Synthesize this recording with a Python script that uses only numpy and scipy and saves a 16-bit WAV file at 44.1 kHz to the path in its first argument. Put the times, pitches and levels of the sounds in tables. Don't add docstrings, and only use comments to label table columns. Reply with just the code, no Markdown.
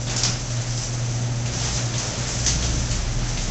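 import sys
import numpy as np
from scipy import signal
from scipy.fft import rfft, irfft, next_fast_len
from scipy.io import wavfile

SR = 44100
rng = np.random.default_rng(int(sys.argv[2]) if len(sys.argv) > 2 else 0)


def store_pcm(level_fs):
    pcm = np.round(np.clip(level_fs, -1, 1) * 32767).astype(np.int16)
    wavfile.write(sys.argv[1], SR, np.atleast_2d(pcm).T)


N = 154350
TOP_HZ = 8100


def undb(db):
    return 10 ** (np.asarray(db) / 20)


def unit(x):
    return x / np.sqrt(np.mean(x ** 2))


def curve(rows, axis=1):
    rows = np.array(rows, float)
    level_db = np.interp(np.arange(N) / SR, rows[:, 0], rows[:, axis])
    return undb(level_db)


def walk(rate_hz):
    f = np.arange(N // 2 + 1) * SR / N
    spectrum = rfft(rng.standard_normal(N)) / (1 + (f / rate_hz) ** 2) ** 2
    return unit(irfft(spectrum, N))


def ring(x, response):
    return signal.fftconvolve(x, response)[:len(x)]


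def colour(x, points, size=8192):
    hz, db = np.array(points, float).T
    f = np.arange(size // 2 + 1) * SR / size
    gain = undb(np.interp(np.log(f + 1), np.log(hz), db))
    gain = unit(gain / np.sqrt(1 + (f / TOP_HZ) ** 20))
    cepstrum = irfft(np.log(gain))
    cepstrum[1:size // 2] *= 2
    cepstrum[size // 2 + 1:] = 0
    return ring(x, irfft(np.exp(rfft(cepstrum))))


def resonance(hz, width_hz):
    f = np.arange(N // 2 + 1) * SR / N
    response = 1 / (1 + ((f - hz) / width_hz) ** 2)
    return unit(irfft(rfft(rng.standard_normal(N)) * response, N))


def ticks(rate_per_s, spread_db):
    hit = rng.random(N) < rate_per_s / SR
    size = np.clip(rng.standard_normal(N), -2, 2)
    sign = np.sign(rng.standard_normal(N))
    return unit(hit * undb(spread_db * size) * sign)


HUM_HZ, HUM_WOBBLE, HUM_FLUTTER_DB = 119.5, 0.0038, 0.5
# t/s, level/dB
HUM_ENVELOPE = [(0, -29), (.36, -27), (.44, -32), (.5, -29), (.6, -23.5), (.645, -34), (.69, -25),
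                (.8, -28), (.855, -31), (.92, -25.5), (1.47, -24.5), (1.56, -29.5), (1.62, -24.5),
                (1.77, -31.5), (1.85, -22.5), (1.92, -30.5), (1.97, -24), (2.015, -39), (2.08, -27.5),
                (2.13, -49), (2.19, -25), (2.29, -33), (2.4, -26.5), (2.46, -35), (2.5, -30), (2.9, -28.5),
                (3.0, -37), (3.06, -29), (3.5, -30.5)]
# multiple, level/dB
HUM_HARMONICS = [(1, -0.5), (2, -16.5), (3, -27), (5, -29)]
# f/Hz, level per Hz/dB
WHIRR_SPECTRUM = [(20, -11), (45, -0.5), (80, -3), (105, 3.5), (135, 4), (160, -6), (190, 1), (230, -6.5),
                  (300, -6.5), (420, -11.5), (520, -10.5), (760, -10), (1050, -18.5), (2000, -19.5),
                  (4000, -23.5), (8000, -32)]
# t/s, level/dB
WHIRR_ENVELOPE = [(0, -34.5), (.3, -32), (.5, -35.5), (.9, -35), (1.3, -32), (1.7, -33), (2.15, -32),
                  (2.7, -33.5), (3.1, -35), (3.5, -33)]
# f/Hz, width/Hz, level/dB
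HOUSING_MODES = [(307, 3.3, -58.5), (498, 24, -56.5), (609, 59, -48), (1370, 140, -55.5)]


def motor():
    phase = 2 * np.pi * np.cumsum(HUM_HZ * (1 + HUM_WOBBLE * walk(14.4))) / SR
    hum = np.zeros(N)
    for multiple, db in HUM_HARMONICS:
        gain = undb(db + HUM_FLUTTER_DB * walk(15))
        hum += gain * np.sin(round(multiple) * phase + 2 * np.pi * rng.random())
    hum *= np.sqrt(2) * curve(HUM_ENVELOPE)
    whirr_gain = curve(WHIRR_ENVELOPE)
    whirr = unit(colour(rng.standard_normal(N), WHIRR_SPECTRUM)) * whirr_gain
    housing = sum(undb(db) * resonance(hz, width) for hz, width, db in HOUSING_MODES)
    return hum + whirr + housing * unit(whirr_gain)


LINKS_PER_S, LINK_DEPTH_DB, CHAIN_TICKS_PER_S = 19, 2.4, 1000
RAIL_HZ, RAIL_WIDTH_HZ, RAIL_DB = 6160, 300, -44
# f/Hz, level per Hz/dB
CHAIN_SPECTRUM = [(800, -33), (2500, -15.5), (4200, -8), (5000, -1.5), (5500, -1), (6050, 4), (6600, -2),
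                  (7500, 0.5), (8200, -24.5)]
# t/s, level/dB
CHAIN_ENVELOPE = [(0, -35.5), (.45, -36.5), (.62, -36), (.8, -32), (.92, -38), (1.15, -36.5), (1.42, -40),
                  (1.55, -34), (1.67, -29), (1.9, -36.5), (2.05, -30.5), (2.15, -34.5), (2.33, -28.5),
                  (2.45, -32.5), (2.6, -34), (2.85, -33), (3.08, -40), (3.3, -34), (3.5, -35)]


def chain():
    phase = 2 * np.pi * np.cumsum(LINKS_PER_S * (1 + 0.054 * walk(4))) / SR
    throb = undb(LINK_DEPTH_DB * np.sin(phase) + 1.8 * walk(65))
    impacts = ticks(CHAIN_TICKS_PER_S, spread_db=0) * throb
    jingle = unit(colour(impacts, CHAIN_SPECTRUM)) * curve(CHAIN_ENVELOPE)
    rail = undb(RAIL_DB) * resonance(RAIL_HZ, RAIL_WIDTH_HZ) * throb
    return jingle + rail


SCRAPES_PER_S = 2500
# f/Hz, level per Hz/dB
ROLLER_SPECTRUM = [(150, 5), (400, 3.5), (700, 2), (1050, 0.5), (1700, 2.5), (2500, -0.5), (3300, 0.5),
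                   (4500, -1.5), (6500, -1.5), (8200, -20)]
# t/s, level/dB
ROLLER_ENVELOPE = [(0, -36), (.055, -57), (.08, -33), (.28, -35), (.42, -42), (.58, -36.5), (.7, -38.5),
                   (1.05, -40), (1.43, -45), (1.48, -37), (1.58, -35), (1.67, -29), (1.73, -39),
                   (1.79, -31), (1.86, -40.5), (1.92, -37), (1.96, -32.5), (2.2, -33.5), (2.43, -35),
                   (2.7, -35), (2.98, -35), (3.15, -39), (3.23, -34.5), (3.32, -36), (3.4, -38), (3.5, -36)]


def rollers():
    scrape = unit(colour(ticks(SCRAPES_PER_S, spread_db=5.5), ROLLER_SPECTRUM))
    return scrape * curve(ROLLER_ENVELOPE)


SWAY_HZ, DRUM_HZ = 33.7, 58.6
RUMBLE_DB = -5
# t/s, sway level/dB, drumming level/dB
MODE_ENVELOPES = [(0, -45, -42), (.1, -40, -44), (.42, -34, -42), (.6, -45, -47), (.8, -35, -59),
                  (1.46, -45.5, -46), (1.5, -39, -35), (1.77, -52, -30), (1.82, -48, -51), (2.45, -34, -34),
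                  (2.475, -35, -28), (2.78, -35, -22.5), (2.84, -28, -32.5), (2.9, -31.5, -28),
                  (3.08, -28, -31), (3.18, -27, -37), (3.42, -29, -45), (3.5, -27, -44)]
# f/Hz, level per Hz/dB
RUMBLE_SPECTRUM = [(20, -11.5), (45, 0.5), (70, -8.5), (100, 1), (135, 0), (175, -1.5), (215, -12),
                   (290, -9), (400, -22.5), (900, -41.5)]


def panels():
    def mode(hz, wobble, flutter_db):
        phase = 2 * np.pi * np.cumsum(hz * (1 + wobble * walk(9.2))) / SR
        return np.sqrt(2) * np.sin(phase) * undb(flutter_db * walk(15))

    sway_gain = curve(MODE_ENVELOPES, axis=1)
    drum_gain = curve(MODE_ENVELOPES, axis=2)
    sway = sway_gain * mode(SWAY_HZ, wobble=0.055, flutter_db=1.5)
    drum = drum_gain * mode(DRUM_HZ, wobble=0.019, flutter_db=2.0)
    noise = unit(colour(rng.standard_normal(N), RUMBLE_SPECTRUM))
    rumble = undb(RUMBLE_DB) * noise * np.hypot(sway_gain, drum_gain)
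    return sway + drum + rumble


CONTACT_S, RING_S = 0.0012, .02
CLACK_DB, RING_DB = 5.5, -17
PEAK_WIDTH_HZ, PEAK_DB = 280, -4.5
# t/s, panel knock level/dB, steel ring level/dB, steel resonance f/Hz, attack/s
CLACK_EVENTS = [(.067, -26.5, -40, 6000, .008), (.094, -32, -24.5, 6100, 0.01),
                (.161, -31, -20.5, 6900, .008), (.183, -32, -27.5, 5600, .004),
                (0.2326, -27, -17.5, 5210, .001), (.247, -24.5, -31, 5330, .002),
                (.4998, -35.5, -38, 6000, 0.0035), (.5644, -35, -42, 6000, .006),
                (1.457, -32, -36, 6000, 0.0051), (1.5336, -30.5, -28.5, 6100, .006),
                (1.5981, -31, -27, 6200, .008), (1.7579, -31.5, -25.5, 6100, .006),
                (1.9368, -29, -33, 6000, 0.0042), (1.9784, -34, -23, 6000, .005),
                (2.183, -43, -30, 6100, .005), (2.4623, -25.5, -17.5, 6150, .0005),
                (2.477, -28, -24, 6200, .001), (2.6229, -25, -24.5, 6200, 0.006),
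                (2.909, -30.5, -26, 6200, 0.0054), (3.1984, -35.5, -44, 6000, .008),
                (3.3435, -40, -41.5, 6000, .006), (3.3713, -28.5, -33, 6200, 0.0058)]
# delay/s, level/dB
CHATTER = [(.003, 1.5), (.007, -3), (0.017, -4), (0.021, -7.5)]
# f/Hz, level per Hz/dB
KNOCK_SPECTRUM = [(60, 10), (200, 2), (350, 2), (650, 2), (1100, -0.5), (2000, 1), (3200, 5), (4500, 0.5),
                  (8000, -16)]
# f/Hz, level per Hz/dB
STEEL_SPECTRUM = [(1500, -19.5), (3000, -11.5), (4100, -8), (4700, -0.5), (5600, 1.5), (6500, 3),
                  (7300, -1), (8200, -22)]


def hinges():
    t = np.arange(N // 8) / SR
    power = undb(RING_DB) ** 2 * np.exp(-t / RING_S)
    for lag, db in [(0.0011, 0.02)] + CHATTER:
        power += undb(db) ** 2 * (t >= lag) * np.exp(-np.abs(t - lag) / CONTACT_S)
    shape = undb(CLACK_DB) * np.sqrt(power)
    out = np.zeros(N + len(t))
    for start, knock_db, steel_db, hz, attack in CLACK_EVENTS:
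        envelope = shape * np.sqrt(np.minimum(t / attack, 1))
        knock, steel, push = envelope * rng.standard_normal((3, len(t)))
        mode = np.sin(2 * np.pi * hz * t) * np.exp(-np.pi * PEAK_WIDTH_HZ * t)
        mode /= np.linalg.norm(mode)
        steel = colour(steel, STEEL_SPECTRUM) + undb(PEAK_DB) * ring(push, mode)
        clack = undb(knock_db) * colour(knock, KNOCK_SPECTRUM) + undb(steel_db) * steel
        i = int(start * SR)
        out[i:i + len(t)] += clack
    return out[:N]


ROOM_T60_S, ROOM_TREBLE_T60_S = 0.53, 0.31
ROOM_DB, FIRST_ECHO_S, ROOM_BAND_HZ = 2.5, 0.0026, 500


def garage(x):
    size = next_fast_len(N + SR // 2, real=True)
    f = np.arange(size // 2 + 1) * SR / size
    age = np.arange(SR // 2) / SR
    source = rfft(x, size)
    diffuse = rfft(rng.standard_normal(size))
    wet = np.zeros(N)
    for hz in np.arange(0, TOP_HZ + ROOM_BAND_HZ, ROOM_BAND_HZ):
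        band = np.sqrt(np.maximum(1 - np.abs(f - hz) / ROOM_BAND_HZ, 0))
        t60 = np.interp(hz, [0, TOP_HZ], [ROOM_T60_S, ROOM_TREBLE_T60_S])
        decay = undb(-60 * age / t60) ** 2 * (age > FIRST_ECHO_S)
        source_power = irfft(source * band, size)[:N] ** 2
        energy = ring(source_power, decay / decay.sum())
        noise = irfft(diffuse * band ** 2, size)[:N]
        wet += np.sqrt(np.abs(energy) * SR / 2 / ROOM_BAND_HZ) * noise
    return (x + undb(ROOM_DB) * wet) / np.hypot(1, undb(ROOM_DB))


def scene():
    metal = chain() + rollers() + hinges()
    mono = motor() + panels() + garage(metal)
    return np.array([mono, mono])


def record(dry):
    low_pass = signal.ellip(10, .2, 80, TOP_HZ, fs=SR, output="sos")
    return signal.sosfilt(low_pass, dry)


dry = scene()
out = record(dry)
store_pcm(out)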